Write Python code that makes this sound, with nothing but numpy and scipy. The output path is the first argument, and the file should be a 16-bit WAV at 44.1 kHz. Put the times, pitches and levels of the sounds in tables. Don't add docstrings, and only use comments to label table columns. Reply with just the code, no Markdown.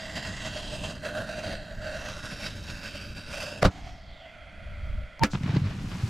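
import sys
import numpy as np
from scipy import signal
from scipy.fft import rfft, irfft, next_fast_len
from scipy.io import wavfile
from scipy.ndimage import uniform_filter1d

SR = 44100
rng = np.random.default_rng(int(sys.argv[2]) if len(sys.argv) > 2 else 0)


def unload_audio(sound):
    columns = np.transpose(np.atleast_2d(sound))
    steps = np.round(np.clip(columns, -1, 1) * 32767)
    wavfile.write(sys.argv[1], SR, steps.astype(np.int16))


N = 268569

# t/s, lowest tube mode/dB, upper modes/dB, jet hiss/dB
FUSE_LEVELS = [(0, -42, -41, -44.5), (.11, -49.5, -43.5, -45.5), (.4, -52.5, -42.5, -45.5),
               (.915, -48, -46, -47.5), (.94, -50, -47.5, -51.5), (1.12, -43, -43.5, -52),
               (1.55, -45, -46.5, -53.5), (1.575, -45.5, -45.5, -55), (1.78, -48, -48.5, -56),
               (1.87, -40, -39.5, -50), (2.03, -41.5, -43.5, -48), (2.2, -53, -44.5, -47.5),
               (2.6, -56.5, -49, -50), (2.9, -53, -44, -48.5), (3.25, -59, -47.5, -52),
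               (3.33, -43, -40.5, -42.5), (3.47, -46.5, -43.5, -44.5), (3.6, -43.5, -47.5, -52)]
# t/s, f/Hz
TUBE_FUNDAMENTAL = [(0, 642.5), (.8, 613.2), (1.75, 621.3), (2.4, 593.3), (3.55, 591), (3.78, 730),
                    (4.05, 668), (4.5, 635), (5.15, 605)]
# t/s, rise/dB, length/s
FUSE_SURGES = [(0.168, 5.5, 0.037), (0.265, 4, 0.038), (0.461, 6.5, 0.037), (0.57, 6, 0.047),
               (0.73, 5, 0.07), (0.86, 4.5, 0.1), (0.996, -5, .065), (1.05, 8, 0.048), (1.181, 4.5, 0.071),
               (1.255, -2.5, 0.035), (1.298, 4, 0.045), (1.382, 5.5, 0.049), (1.463, 5.5, 0.05),
               (1.53, 5.5, 0.038), (2.075, 2.5, .045), (2.215, -5, 0.031), (2.236, 4.5, 0.03),
               (2.318, 5, 0.018), (2.442, 6, 0.068), (2.686, 5, 0.029), (2.854, 4, 0.04), (2.952, 4, 0.024),
               (3.14, -7, 0.02), (3.171, 4, 0.038), (3.433, 4, 0.02), (3.518, 3, 0.042), (3.77, 3, .06),
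               (3.87, 4.5, 0.071), (4.204, 1, 0.086)]
# f/Hz, level/dB
BLAZE_SPECTRUM = [(200, -8), (450, 0.5), (750, 1), (1300, 1), (2500, -1), (4200, -7.5), (6000, -15),
                  (10000, -41), (15000, -60)]
# f/Hz, coherence
FLAME_COHERENCE = [(30, 0.99), (125, 1), (640, 0.97), (1400, 1), (3100, 0.94), (7000, 1), (9500, 0.93),
                   (13000, 0.65)]
HUM_GROWTH, HISS_GROWTH = 1.67, 1.05


def amp(db):
    return 10 ** (np.asarray(db) / 20)


def unit(x):
    return x / np.sqrt(np.mean(x ** 2) + 1e-20)


def clock():
    return np.arange(N) / SR


def along(points, hz):
    f, values = np.transpose(points)
    return np.interp(np.log(hz + 1), np.log(f + 1), values)


def curves(rows, t):
    times, *columns = np.transpose(rows)
    return [np.interp(t, times, column) for column in columns]


def gate(start, end, fade=0.025):
    return np.clip((clock() - start) / fade, 0, 1) * np.clip((end - clock()) / fade, 0, 1)


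def wobble(rate, size=N):
    knots = rng.standard_normal(int(size * rate / SR) + 2)
    return np.interp(np.arange(size) * rate / SR, np.arange(len(knots)), knots)


def filtered(x, response):
    size = x.shape[-1]
    padded = next_fast_len(size + 4096, real=True)
    return irfft(rfft(x, padded) * response(np.fft.rfftfreq(padded, 1 / SR)), padded)[..., :size]


def noise(grain_db, size=N):
    return rng.standard_normal((2, size)) * amp(grain_db * wobble(700, size))


def spread(hz, coherence):
    alike = np.clip(along(coherence, hz), -1, 1)
    return np.sqrt([1 + alike, 1 - alike])


def rush(spectrum, coherence, grain_db=0, size=N):
    mid, side = filtered(noise(grain_db, size), lambda hz: amp(along(spectrum, hz)) * spread(hz, coherence))
    return unit(np.array([mid + side, mid - side]))


def peak(hz, centre, width):
    return 1 / (1 + ((centre ** 2 - hz ** 2) / (1.58 * width * (hz + 1))) ** 2)


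def surge_db(rows, t):
    lag_s, attack_share = 0.0031, 0.39
    grid = clock()[::32]

    def bell(age, length):
        width = length * np.where(age < 0, attack_share, 1 - attack_share)
        return .5 ** (age / width) ** 2
    return np.interp(t, grid, sum(db * bell(grid - s - lag_s, length) for s, db, length in rows))


def sputter_db(per_s=35, jump_db=2.7, fade_s=0.02):
    spurts = rng.random(N) < per_s / SR
    rise = signal.lfilter([jump_db], [1, -np.exp(-1 / (fade_s * SR))], spurts)
    return rise - rise.mean()


def puff(s, db, rise, t60, spectrum, grain_db):
    # f/Hz, coherence
    coherence = [(30, .95), (125, 1), (500, 0.98), (2000, 0.78), (5000, 0.81), (9000, 0.67), (12500, 0.4)]
    size, start = SR // 4, round(s * SR) - SR // 20
    t = (start + np.arange(size)) / SR - s
    envelope = np.exp(np.minimum(t, 0) / rise) * amp(db - 60 * np.maximum(t, 0) / t60)
    out = np.zeros((2, N + size))
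    out[:, start:start + size] = envelope * rush(spectrum, coherence, grain_db, size)
    return out[:, :N]


def thud(s, hz, db, rise):
    t = np.arange(SR // 5) / SR
    swing = -amp(db) * t / rise * np.exp(1 - t / rise) * np.sin(2 * np.pi * hz * t)
    return np.pad(swing, (round(s * SR), N))[:N]


def wind():
    # t/s, level/dB
    levels = [(0, -44.5), (2.7, -44), (3.15, -42.5), (3.35, -49), (4, -50), (4.55, -48), (4.72, -37.5),
              (4.92, -36.5), (5.2, -46.5), (6.09, -45)]
    # f/Hz, level/dB
    spectrum = [(10, -5.5), (25, -1), (45, -1.5), (80, -4.5), (130, -16.5), (200, -21.5), (330, -39.5),
                (800, -69), (2000, -71)]
    # f/Hz, coherence
    coherence = [(30, 0.97), (130, 0.9)]
    return amp(curves(levels, clock())[0] + 3.5 * wobble(9)) * rush(spectrum, coherence)


def tree_line(x, delay_s=.1):
    # f/Hz, t60/s
    decay = [(100, .9), (1000, 1), (8000, 1)]
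    hz, t, z = signal.stft(rng.standard_normal((2, SR)), SR, nperseg=256)
    tail = signal.istft(z * amp(-60 * t / along(decay, hz)[:, None]), SR, nperseg=256)[1]
    tail = np.pad(tail / np.linalg.norm(tail[0]), ((0, 0), (round(delay_s * SR), 0)))
    return signal.fftconvolve(x.mean(axis=0)[None], tail, axes=1)[:, :N]


def flame_rush(fade_db_per_s=1.1, shielding_db=11.5):
    # f/Hz, level/dB
    spectrum = [(40, -15), (90, 0.5), (140, -3.5), (210, -2), (265, -10.5), (289, -4.5), (320, -14),
                (440, -19), (700, -24), (2000, -86)]
    t = clock()
    hidden = np.clip((t - 3.81) / 0.31, 0, 1)
    level = -43 - fade_db_per_s * t + 0.78 * surge_db(FUSE_SURGES, t) - shielding_db * hidden
    return amp(level + 1.84 * wobble(20)) * rush(spectrum, FLAME_COHERENCE)


def patches(shape):
    field = rng.standard_normal(shape)
    for _ in range(2):
        field = uniform_filter1d(uniform_filter1d(field, size=9, axis=0), size=20, axis=1)
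    return unit(field)


def burning(levels, upper_modes, jet, hum_width_hz, grain_db, patchy_db, trim_db):
    hz, t, z = signal.stft(noise(grain_db), SR, nperseg=1024, noverlap=768)
    hz = hz[:, None]
    hum = peak(hz, curves(TUBE_FUNDAMENTAL, t)[0], hum_width_hz)
    shifting = amp(patchy_db * patches(z.shape[1:]))
    gains = [hum, shifting * upper_modes(hz, t), shifting * jet(hz, t)]
    surging = curves(levels, t) + np.outer([HUM_GROWTH, 1, HISS_GROWTH], surge_db(FUSE_SURGES, t))
    power = sum(amp(db + trim) ** 2 * gain ** 2 / np.mean(gain ** 2, axis=0)
                for gain, db, trim in zip(gains, surging, trim_db))
    shaped = z * np.sqrt(power / 2) * spread(hz, FLAME_COHERENCE)
    mid, side = signal.istft(shaped, SR, nperseg=1024, noverlap=768)[1][:, :N]
    return np.array([mid + side, mid - side])


def delay_fuse():
    # t/s, lowest tube mode/dB, upper modes/dB, jet hiss/dB
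    levels = [(3.71, -54, -61.5, -56.5), (4.05, -55.5, -57, -64.5), (4.26, -51, -53.5, -59),
              (4.4, -53, -53.5, -61), (4.9, -53.5, -52, -60.5), (5.18, -56, -55, -62)]
    # f/Hz, width/Hz, level at first/dB, level deep inside/dB
    tube_modes = [(1420, 150, -4, 2), (2047, 150, 1.5, -0.5), (3270, 180, -1.5, -6), (4570, 230, -14, -20)]
    # t/s, f/Hz
    sleeve_pitch = [(3.7, 7000), (3.88, 5750), (4.07, 4650), (4.21, 3200), (4.3, 2480), (4.7, 2350),
                    (5.2, 2250)]
    # f/Hz, level/dB
    spectrum = [(400, -5), (900, 6), (2500, 5), (4500, -1), (6000, -8.5), (7500, -11), (8500, -15.5),
                (10700, -23.5), (12000, -18), (14000, -40)]
    descent_s = [4.2, 4.4]

    def modes(hz, t):
        return sum(amp(np.interp(t, descent_s, [first, deep])) * peak(hz, centre, width)
                   for centre, width, first, deep in tube_modes)

    def jet(hz, t):
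        sleeve_hz = curves(sleeve_pitch, t)[0]
        sleeve = np.interp(t, [3.7, descent_s[0]], [5, 12]) * peak(hz, sleeve_hz, .18 * sleeve_hz)
        overtone_hz = 4.04 * sleeve_hz
        overtone = 9.5 * peak(hz, overtone_hz, 650) - 4 * peak(hz, 1.1 * overtone_hz, 650)
        return amp(along(spectrum, hz) + sleeve + np.interp(t, descent_s, [0, 1]) * overtone)
    flame = burning(levels, modes, jet, hum_width_hz=73, grain_db=1, patchy_db=0.87,
                    trim_db=(0, -.3, 4.5))
    return flame * gate(3.69, 5.3)


def tube_tone(waver_per_s=64):
    t = clock()
    waver = wobble(waver_per_s) + 1j * wobble(waver_per_s)
    phase = 2 * np.pi * np.cumsum(curves(TUBE_FUNDAMENTAL, t)[0]) / SR
    level = -2.45 + curves(FUSE_LEVELS, t)[0] + HUM_GROWTH * surge_db(FUSE_SURGES, t)
    return amp(level) * unit(np.real(waver * np.exp(1j * phase)))


def open_fuse():
    # f/Hz, width/Hz, level/dB with the flame at each of four places
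    tube_modes = [(1530, 203, -0.5, -0.5, 2, 3), (1918, 177, 4.5, -6, -8, -16),
                  (2370, 260, -32, -33, -26, -9), (2695, 134, 2.5, 3.5, -3.5, 1),
                  (3180, 206, -3, 4, -12, -7), (3877, 135, -8, -3.5, -7, -3.5),
                  (4220, 130, -18, -11, -8, -34), (4690, 146, -5, -7, -11, -3.5)]
    journey = [.33, .6, .88, 1.05, 2, 2.6]
    # t/s, f/Hz
    sleeve_pitch = [(0, 7540), (.7, 8100), (1.2, 9000), (1.52, 9300), (1.6, 7750), (1.9, 7500), (2.2, 5300),
                    (2.9, 4800), (3.6, 4867)]
    # t/s, f/Hz
    notch_pitch = [(0, 6000), (1.1, 5300), (1.8, 5200), (2.2, 4605), (2.9, 4200), (3.6, 4000)]
    # f/Hz, level/dB
    spectrum = [(150, -25), (420, 0), (750, 2.5), (1250, 2.5), (2300, -27), (3500, -1.5), (5200, 2.5),
                (7000, -5), (10000, -12.5), (12300, -14), (13500, -26), (15500, -54)]

    def modes(hz, t):
        drift = (curves(TUBE_FUNDAMENTAL, t)[0] / 612) ** 0.4
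        return sum(amp(np.interp(t, journey, [first, second, second, third, third, last]))
                   * peak(hz, centre * drift, width)
                   for centre, width, first, second, third, last in tube_modes)

    def jet(hz, t):
        sleeve_hz = curves(sleeve_pitch, t)[0]
        sleeve = 5.6 * peak(hz, sleeve_hz, 750) - 1.4 * peak(hz, 1.1 * sleeve_hz, 770)
        notch = -5 * peak(hz, curves(notch_pitch, t)[0], 420)
        ripple = 0.8 * np.cos(2 * np.pi * hz / 930)
        early_dullness = np.interp(t, journey[2:4], [-5.5, 0]) * peak(hz, 11900, 6000)
        return amp(along(spectrum, hz) + sleeve + notch + ripple + early_dullness)
    flame = burning(FUSE_LEVELS, modes, jet, hum_width_hz=90, grain_db=1.53, patchy_db=2.0,
                    trim_db=(-2.5, .3, -1.2))
    flutter = amp(sputter_db())
    spits = sum(puff(s + 0.00194, -53 + 2 * db, .002, .035, BLAZE_SPECTRUM, grain_db=2.5)
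                for s, db, _ in FUSE_SURGES if db > 0)
    return (flame * flutter + tube_tone() + spits) * gate(-1, 3.625)


def crackles():
    # t/s, level/dB, f/Hz
    snaps = [(5.2155, -36, 1700), (5.226, -29, 1700), (5.3346, -33.5, 2510), (5.3498, -30.5, 1880),
             (5.434, -40, 2980), (5.463, -38, 1700), (5.496, -37, 1900), (5.5545, -35, 2600),
             (5.5672, -34.5, 2200), (5.671, -40, 2200)]
    # multiple of its pitch, level/dB
    shape = [(.15, -0.5), (.7, -3), (1.1, -6), (1.8, -10), (6, -47)]
    return sum(puff(s, db, rise=.003, t60=.06, spectrum=np.multiply(shape, [hz, 1]), grain_db=5.5)
               for s, db, hz in snaps)


def stars(start_s=5.285, attack_s=0.076):
    # t/s, rise/dB, length/s
    clumps = [(5.335, -4, 0.053), (5.393, -6, 0.014), (5.49, 5, 0.088), (5.552, 6, 0.075),
              (5.665, 3, 0.068)]
    # t/s, level/dB, f/Hz
    flares = [(5.335, -20.5, 165.3), (5.35, -17.5, 155), (5.409, -25, 169), (5.436, -24, 140),
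              (5.46, -21, 183), (5.493, -18, 125.4), (5.538, -19.5, 149), (5.562, -17.5, 294),
              (5.567, -15, 136), (5.617, -18, 129), (5.637, -21, 100.9), (5.658, -20, 104),
              (5.842, -25.5, 168.4), (6.034, -15, 109)]
    # f/Hz, level/dB
    roar_spectrum = [(30, -32), (70, -4), (110, 0.5), (180, 0.5), (260, -9.5), (400, -21), (700, -48),
                     (2000, -80)]
    fizz_spectrum = [(1500, -25), (4500, -1), (7000, -4), (10000, -12), (12400, -14), (14000, -27),
                     (16000, -57)]
    whoosh_spectrum = [(1000, -15), (4500, 1), (7500, -3), (10000, -19), (13000, -26), (15000, -48)]
    # f/Hz, coherence
    coherence = [(130, 1), (290, 0.98), (640, 0.92), (1400, 0.83), (3100, 0.59), (7000, 0.96), (13000, .65)]
    t = clock()
    surge = surge_db(clumps, t)
    catching = np.clip((t - start_s) / attack_s, 0, 1) ** 2
    roar = amp(-36.5 + surge) * catching * rush(roar_spectrum, coherence)
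    blaze = amp(-47 + 0.6 * surge + 0.95 * sputter_db()) * rush(BLAZE_SPECTRUM, coherence, grain_db=1.5)
    last_sparks_db = 21 * np.maximum(t - 5.66, 0)
    fizz = amp(-61 + 0.18 * surge + last_sparks_db) * rush(fizz_spectrum, coherence, grain_db=2)
    thumps = sum(thud(s, hz, db, rise=0.6 / hz) for s, db, hz in flares)
    whoosh = puff(5.317, -46, rise=.009, t60=.25, spectrum=whoosh_spectrum, grain_db=-1)
    return (roar + blaze + fizz) * catching + thumps + whoosh


def rack():
    # f/Hz, level/dB, t60/s
    modes = [(290.7, -25.5, 0.18), (518, -24.5, 0.12), (1330, -37, 0.22), (1465, -38, 0.22),
             (1690, -31.5, 0.13)]
    # t/s, level/dB
    blows = [(3.645, -2), (5.236, -1)]
    t = np.arange(SR // 3) / SR

    def ring():
        return sum(amp(db - 60 * t / t60) * np.sin(2 * np.pi * (hz * t + rng.random()))
                   for hz, db, t60 in modes)
    return sum(np.pad(amp(db) * ring(), (round(s * SR), N))[:N] for s, db in blows)


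def swell(end_s=5.234, rise_s=.0175):
    # f/Hz, left level/dB, right level/dB
    partials = [(906, -15.5, -19.5), (140, -28, -14.5)]
    t = np.arange(-SR // 25, 0) / SR
    tones = np.zeros((2, len(t)))
    for hz, left_db, right_db in partials:
        envelope = amp(2 * wobble(350, len(t))) * np.exp(-(t / rise_s) ** 2)
        tones += amp([[left_db], [right_db]]) * envelope * np.sin(2 * np.pi * (hz * t + rng.random()))
    return np.pad(tones, ((0, 0), (round(end_s * SR) - len(t), N)))[:, :N]


def blast_thuds():
    # t/s, f/Hz, level/dB, rise/s
    swings = [(3.626, 149, -17.5, .003), (3.6303, 600, -8, 0.0013), (3.645, 32.6, -15.5, 0.01),
              (3.6569, 184, -16.5, 0.0074), (3.679, 86.5, -16.5, 0.0043), (5.238, 89, -20, 0.0021),
              (5.2409, 212, -18.5, 0.0053)]
    return sum(thud(*swing) for swing in swings)


def lift_charge():
    # f/Hz, level/dB
    leak_spectrum = [(100, 1), (600, 1.5), (2000, 0), (3200, -9.5), (5500, -11.5), (8000, -21.5),
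                     (12500, -30), (15500, -51)]
    gust_spectrum = [(40, -14), (90, 9), (200, 0), (320, 4.5), (420, 3), (600, 2), (950, -5), (1250, -2),
                     (1700, -12), (4400, -17), (7500, -28), (12500, -41), (15500, -66)]
    leak = puff(3.63, -16.5, rise=.0045, t60=.012, spectrum=leak_spectrum, grain_db=-2)
    gust = puff(3.6535, -14, rise=.0085, t60=.085, spectrum=gust_spectrum, grain_db=0.5)
    return leak + gust


def shell_burst():
    # t/s, level/dB, rise/s, t60/s
    transients = [(5.1945, -35, .0004, .012), (5.2353, -9.5, .0002, .009), (5.2371, -9.5, .00035, .008)]
    # f/Hz, level/dB
    crack_spectrum = [(100, -4), (700, 2.5), (1100, 2.5), (1600, -8), (2200, 2), (2850, -21), (3900, -4),
                      (5600, -11), (8800, -24), (12200, -25), (15500, -43)]
    gust_spectrum = [(60, -9), (310, 5), (600, -8), (1200, 5.5), (1800, -2), (2700, 0), (3300, -9),
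                     (5700, -9), (11300, -28), (15500, -48)]
    ring_spectrum = [(200, 0), (650, -5), (1550, -12), (2200, -14), (4000, -24), (9000, -35)]
    tick_and_cracks = sum(puff(*row, crack_spectrum, grain_db=1.5) for row in transients)
    gust = puff(5.243, -23, rise=.005, t60=.075, spectrum=gust_spectrum, grain_db=1)
    ring = puff(5.26, -38.5, rise=.007, t60=.2, spectrum=ring_spectrum, grain_db=1)
    return tick_and_cracks + gust + ring


def scene():
    # f/Hz, left minus right level/dB
    balance = [(110, -.3), (380, -2), (700, -2), (1300, -3), (2400, -3), (4400, -1), (8000, -0.5)]
    bangs = lift_charge() + shell_burst() + blast_thuds() + swell() + rack()
    steady = open_fuse() + delay_fuse() + wind() + flame_rush()
    steady = filtered(steady, lambda hz: amp(np.outer([.5, -.5], along(balance, hz))))
    direct = steady + bangs * amp([[-.5], [.5]]) + stars() + crackles()
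    return direct + amp(-39.5) * tree_line(bangs)


def record(dry):
    ceiling, top_hz = .56, 16000
    rounded = dry / (1 + np.abs(dry / ceiling) ** 6) ** (1 / 6)
    return filtered(rounded, lambda hz: 1 / np.sqrt(1 + (hz / top_hz) ** 80))


dry = scene()
out = record(dry)
unload_audio(out)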